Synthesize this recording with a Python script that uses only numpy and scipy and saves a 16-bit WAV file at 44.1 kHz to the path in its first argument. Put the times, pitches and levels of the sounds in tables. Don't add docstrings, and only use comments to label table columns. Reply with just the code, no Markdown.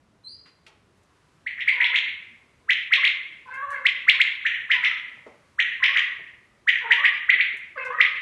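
import sys
import numpy as np
from scipy import signal
from scipy.fft import rfft, irfft
from scipy.io import wavfile
from scipy.ndimage import uniform_filter1d, map_coordinates

SR = 44100
rng = np.random.default_rng(int(sys.argv[2]) if len(sys.argv) > 2 else 0)


def generate_wav(signal):
    frames = np.transpose(np.atleast_2d(signal))
    scaled = np.clip(frames, -1, 1) * 32767
    pcm = np.round(scaled).astype(np.int16)
    wavfile.write(sys.argv[1], SR, pcm)


def elevation(decibels):
    levels = np.asarray(decibels, float)
    return 10 ** (levels / 20)


N = 362061


def unit(x):
    return x / np.sqrt(np.mean(x ** 2) + 1e-20)


def along(points, hz):
    f, v = np.transpose(points)
    return np.interp(np.log(hz + 1), np.log(f + 1), v)


def wobble(n, rate):
    return map_coordinates(rng.standard_normal(size=400), [np.arange(n) * rate / SR], mode="mirror")


# freq_hz, level_db (per Hz)
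HUM_SPECTRUM = [(25, -15), (80, -1.5), (480, -11), (860, -16.5), (970, -11), (4300, -25), (12100, -34),
                (16000, -61.5)]
# time_s, level_db
LEAF_SWELL = [(0, -3.3), (.9, -1.6), (1.2, 1), (2.5, 0.5), (3.4, 1.2), (5.4, 2.5), (6.6, 0), (8.2, 2)]


def town():
    hz, t, z = signal.stft(rng.standard_normal(N + SR), SR, nperseg=2048)
    field = uniform_filter1d(rng.standard_normal(z.shape), size=3, axis=0)
    field = uniform_filter1d(field, size=3, axis=1)
    lumps_db = unit(field) * along([(60, 2.5), (400, 2.6), (1500, 1.1)], hz)[:, None]
    breeze_db = np.interp(t, *np.transpose(LEAF_SWELL)) * (hz[:, None] > 900)
    gain = elevation(along(HUM_SPECTRUM, hz)[:, None] + lumps_db + breeze_db)
    noise = signal.istft(z * gain, SR, nperseg=2048)[1][:N]
    return elevation(-62) * unit(noise)


# freq_hz, t60_s
YARD_DECAY = [(300, 0.58), (800, 0.76), (2100, 0.72), (3500, 0.59), (4900, 0.52), (6500, 0.42),
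              (10000, 0.21)]


def yard_tail():
    hz, t, z = signal.stft(rng.standard_normal(SR), SR, nperseg=256)
    decay = elevation(-60 * t / along(YARD_DECAY, hz)[:, None])
    tail = signal.istft(z * decay, SR, nperseg=256)[1][:SR]
    tail *= 1 - np.exp(-np.arange(SR) / SR / 0.0019)
    tail *= elevation(1.4 * wobble(SR, 70))
    return tail / np.linalg.norm(tail)


def add(out, start_s, sound, walls, yard_db):
    path = elevation(yard_db) * yard_tail()
    path[0] = 1
    roof_ms, roof_db, wall_ms, wall_db = walls
    dull = np.hanning(15) / 5
    path[round(roof_ms * SR / 1000):][:len(dull)] += elevation(roof_db) * dull
    rough = rng.standard_normal(size=40) * np.geomspace(1, 0.25, 40)
    rough[0] = 4
    rough /= np.linalg.norm(rough)
    path[round(wall_ms * SR / 1000):][:len(rough)] += elevation(wall_db) * rough
    heard = signal.fftconvolve(sound, path)
    seat = out[round(start_s * SR):][:len(heard)]
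    seat += heard[:len(seat)]


# start_s, peak_db, centre_hz, length_s
CAGE_TAPS = [(0.456, -54, 1580, 0.24), (0.559, -80, 4800, 0.043), (0.664, -46, 2370, 0.092),
             (0.672, -59, 750, 0.31), (0.971, -69, 8000, 0.058), (1.032, -61, 7000, 0.03),
             (3.54, -56.5, 8000, 0.08), (3.702, -52.5, 7000, 0.18), (7.568, -53, 8000, 0.057),
             (7.848, -50.5, 5000, 0.093), (5.172, -51.5, 749.3, 0.047), (5.263, -41, 501, 0.16),
             (5.332, -56, 806, .08), (6.19, -50, 422, 0.098), (7.349, -48, 391, 0.075),
             (7.537, -49.5, 364, .08)]


def taps(out):
    t = np.arange(SR // 8) / SR
    f = np.fft.rfftfreq(len(t), 1 / SR)
    for start_s, peak_db, hz, length_s in CAGE_TAPS:
        body = (1j * f * hz / (hz * hz - f * f + 1.2 * 1j * f * hz)) ** 2
        puff = unit(irfft(rfft(rng.standard_normal(len(t))) * body, len(t)))
        attack = 1 - np.exp(-t / 0.0014)
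        shape = elevation(peak_db - 60 * t / max(length_s, 0.005)) * attack
        add(out, start_s, shape * puff, WALL_ECHOES[0], -8)


# time_s, pitch_hz, level_db
CHIRP = [(0.237, 4070, -62), (.25, 4083, -40), (0.27, 4170, -48), (.282, 4410, -43), (0.297, 4780, -46.5),
         (0.331, 4786, -46.5), (.35, 4930, -51)]


def sparrow(out):
    s, hz, db = np.transpose(CHIRP)
    t = np.arange(s[0], s[-1], 1 / SR)
    phase = 2 * np.pi * np.cumsum(np.interp(t, s, hz)) / SR
    whistle = np.sin(phase) + elevation(-24.5) * np.sin(2 * phase)
    add(out, s[0], elevation(np.interp(t, s, db)) * whistle, (14.5, 4, 20.5, -7), 1.5)


def syllable(start_s, length_s, hz, db, bend):
    t = np.linspace(0, length_s, num=12)
    swell_db = -12 * np.clip(1 - t / 0.035, 0, 1)
    fade_db = -12 * t / length_s
    pitch = hz * (1 + (bend - 1) * np.exp(-t / 0.028))
    opening = 1.9 + 0 * t
    return np.c_[start_s + t, pitch, db + swell_db + fade_db, opening]


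# time_s, pitch_hz, level_db, mouth_opening (favoured overtone)
NEAR_CROAKS = [
    [(3.45, 510, -43, 1), (3.474, 507.7, -43.5, 1.78), (3.538, 530.7, -36, 3.88), (3.634, 558.3, -38.5, 2),
     (3.674, 556.3, -48.5, 1.5), (3.71, 563.7, -35, 1.94), (3.756, 528.6, -32, 4.2), (3.83, 514, -54, 2.2)],
    [(7.755, 615, -40, 2.14), (7.769, 575, -36.5, 1.8), (7.781, 530.4, -29, 3.63),
     (7.827, 513.6, -33.5, 5.16), (7.92, 490, -40.5, 0.75)],
    [(7.9, 526.5, -33.5, 1.8), (7.94, 613.5, -30, 1.7), (7.968, 635, -40, 2.9), (8.0, 625, -22, 3)],
]
NEAR_CHEST = [-14.5, -7, -25.5]
# start_s, length_s, pitch_hz, level_db, chest_db
FAR_SAGS = [(1.719, 0.18, 477.2, -44.5, -12.5), (2.966, 0.038, 528, -33.5, -9.5),
            (4.121, 0.085, 520, -43, -10.5), (4.734, 0.078, 478.6, -41, -18),
            (5.8, 0.062, 492, -38.5, -39.5), (6.805, 0.19, 466, -37.5, -13)]
# start_s, length_s, pitch_hz, level_db, chest_db
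FAR_CLIMBS = [(1.88, 0.091, 534, -46.5, -8), (3.002, 0.038, 604, -42.5, -8), (4.793, 0.19, 660, -47, -19.5),
              (5.882, 0.097, 608.4, -36.5, -15.5), (6.97, 0.078, 629, -31, -18.5)]
# freq_hz, level_db
THROAT_COLOUR = [(1500, 5.5), (2200, 6), (2500, 1.5), (3300, -12.5), (4500, -22), (8000, -46.5)]


def croak(rows, chest_db, shake):
    s, *columns = np.transpose(rows)
    t = np.arange(s[0], s[-1], 1 / SR)
    hz, db, mouth = (np.interp(t, s, c) for c in columns)
    pitch = hz * (1 + shake * wobble(len(t), 90))
    phase = 2 * np.pi * np.cumsum(pitch) / SR
    flutter = np.sin(2 * np.pi * np.cumsum(60 + 22 * wobble(len(t), 25)) / SR)
    buzz = np.sin(2 * np.pi * np.cumsum(140 + 15 * wobble(len(t), 25)) / SR)

    def part(order):
        high = min(order / 2 - 0.55, 1)
        hoarse = elevation(3 * flutter + 5 * high * buzz + 3.5 * wobble(len(t), 100))
        hoarse = hoarse * (1 + 0.25 * high * wobble(len(t), 500))
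        mouth_loss_db = np.minimum(8 * abs(order - mouth), 15)
        level = elevation(db - mouth_loss_db + along(THROAT_COLOUR, order * pitch))
        return level * hoarse * np.sin(order * phase + order ** 2)

    voice = elevation(db + chest_db + 0.8 * flutter + 3 * wobble(len(t), 60)) * np.sin(phase)
    voice += elevation(-3.5) * part(2)
    voice += elevation(-4.5) * (part(3) + 0.39 * part(4))
    voice += elevation(-6.5) * sum(part(k) for k in np.arange(5, 12))
    return signal.windows.tukey(len(t), 0.1) * voice


def croaks(out):
    calls = [(rows, chest_db, 0.016) for rows, chest_db in zip(NEAR_CROAKS, NEAR_CHEST)]
    for table, bend in (FAR_SAGS, 1.14), (FAR_CLIMBS, 0.84):
        calls += [(syllable(*row[:-1], bend), row[-1], 0.04) for row in table]
    for rows, chest_db, shake in calls:
        add(out, rows[0][0], croak(rows, chest_db, shake), WALL_ECHOES[0], -1.5)


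# time_ms, pitch_hz, level_db
WHIP_SWEEP = [(-21, 960, -50.5), (-7, 1420, -25.5), (-3.5, 1705, -13.5), (1, 1995, -4.5), (6, 2184, 0.06),
              (8.5, 2403, -5.5), (12, 2708, -1.4), (15, 3575, -0.5), (16.5, 4810, -19)]
# multiple, level_db
WHISTLE_OVERTONES = [(2, -29), (3, -47.5), (4, -42), (5, -51)]
# freq_hz, level_db
BEAK_COLOUR = [(2500, 6), (4300, -7), (5200, -1.5), (6500, -4.5), (8500, -3.5), (10500, -7.5), (12500, -20)]
# start_s, peak_db, pitch_scale, yard_db
PHRASES = [
    [(1.4661, -16.5, 0.95, 0), (1.6786, -6, 1, 1.2), (1.8048, -5.5, 0.96, -6)],
    [(1.5914, -22.5, 0.94, 4), (1.8274, -10.5, .99, 0.9), (1.944, -9.5, 1.005, 1.15)],
    [(2.6938, -7, 0.96, -2), (2.9238, -4.5, 0.99, -0.2), (3.0385, -6, 1.003, -1.5)],
    [(3.8556, -3.5, 0.97, -6), (4.0851, -0.2, 1.023, -5), (4.2038, -3, 1, -5.5)],
    [(4.4543, -10.5, 0.9, 2.2), (4.7047, -7, 0.94, 1.95), (4.8359, -9, .96, 2)],
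    [(5.5912, -7, 0.92, -0.9), (5.8292, -6.5, 0.94, 1.3), (5.9614, -8, .92, 0.9)],
    [(6.6772, -6.5, 0.91, 0.7), (6.9087, -3.5, 0.91, -0.6), (7.0424, -6, 0.91, 0.1)],
    [(7.2933, -4, .97, 1), (7.4006, -6.5, 1.012, -1)],
    [(8.0039, -2, 0.98, -1.5)],
]
# sweep_pace, lead_in_db, high_snap_db, overtones_db
BIRDS = [(.8, -8, -13, -0.5), (1.2, 2.8, -1.9, -0.4), (1, 1.5, -2, 2), (.94, 3.5, -2.5, 2.5),
         (.92, 0.5, -3.5, 1.5), (.84, 0.5, -2.5, 2), (.92, -3, -4.5, 1.5), (.76, 3.5, -9, -11.5),
         (.76, 6.5, -7.5, -1)]
# roof_ms, roof_db, wall_ms, wall_db
WALL_ECHOES = [(4.513, -8, 14.1, -6.5), (2.7, -15, 27, -3.5), (2.9, -6.5, 25, -4), (5.8, -8.5, 21.1, -14),
               (12, -9, 15, -14.1), (9.2, -8, 22, -3), (6.1, -6, 13, -4), (2.4, -1, 30, -18.5),
               (2.4, -2.4, 20.2, -6)]


def quail(out):
    ms, hz, level = np.transpose(WHIP_SWEEP)
    for notes, (pace, lead_db, snap_db, bright_db), walls in zip(PHRASES, BIRDS, WALL_ECHOES):
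        t = np.arange(ms[0] * pace, ms[-1] * pace, 1000 / SR) / pace
        for start_s, peak_db, scale, yard_db in notes:
            pitch = scale * np.interp(t, ms, hz)
            phase = 2 * np.pi * np.cumsum(pitch) / SR
            tone = np.sin(phase)
            for k, share_db in WHISTLE_OVERTONES:
                unsteady_db = 4 * wobble(len(t), 700)
                colour_db = bright_db + along(BEAK_COLOUR, k * pitch)
                tone += elevation(share_db + colour_db + unsteady_db) * np.sin(k * phase)
            opening_db = -3 * (start_s == notes[0][0])
            bearing_db = (lead_db + opening_db) * np.clip(-t / 8, 0, 1)
            bearing_db += snap_db * np.clip((t - 8) / 6, 0, 1)
            shut = np.clip((ms[-1] - t) / 1.2, 0, 1)
            size = elevation(peak_db - 3.5 + np.interp(t, ms, level) + bearing_db)
            add(out, start_s + ms[0] * pace / 1000, size * shut * tone, walls, yard_db)


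def scene():
    out = town()
    for source in taps, sparrow, croaks, quail:
        source(out)
    return out[None]


def masked(x, depth_db):
    hz, t, z = signal.stft(x, SR, nperseg=1024)
    power = uniform_filter1d(abs(z) ** 2, size=12, axis=1)
    power = uniform_filter1d(power, size=3, axis=2)
    hidden = power < elevation(-2 * depth_db) * power.max(axis=1, keepdims=True)
    band = ((hz > 4300) & (hz < 5350))[:, None]
    return signal.istft(z * ~(hidden & band), SR, nperseg=1024)[1][:, :N]


def top_cut(x):
    return signal.sosfilt(signal.butter(12, 12280, fs=SR, output="sos"), x)


def record(dry):
    ceiling, knee = 0.79, 10
    soft = dry / (1 + abs(dry / ceiling) ** knee) ** (1 / knee)
    treble_cut = signal.butter(6, 11300, fs=SR, output="sos")
    bass_cut = signal.butter(4, 36, "high", fs=SR, output="sos")
    heard = signal.sosfilt(np.vstack([treble_cut, bass_cut]), soft)
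    mix = masked(heard, depth_db=40)
    return top_cut(mix)


dry = scene()
out = record(dry)
generate_wav(out)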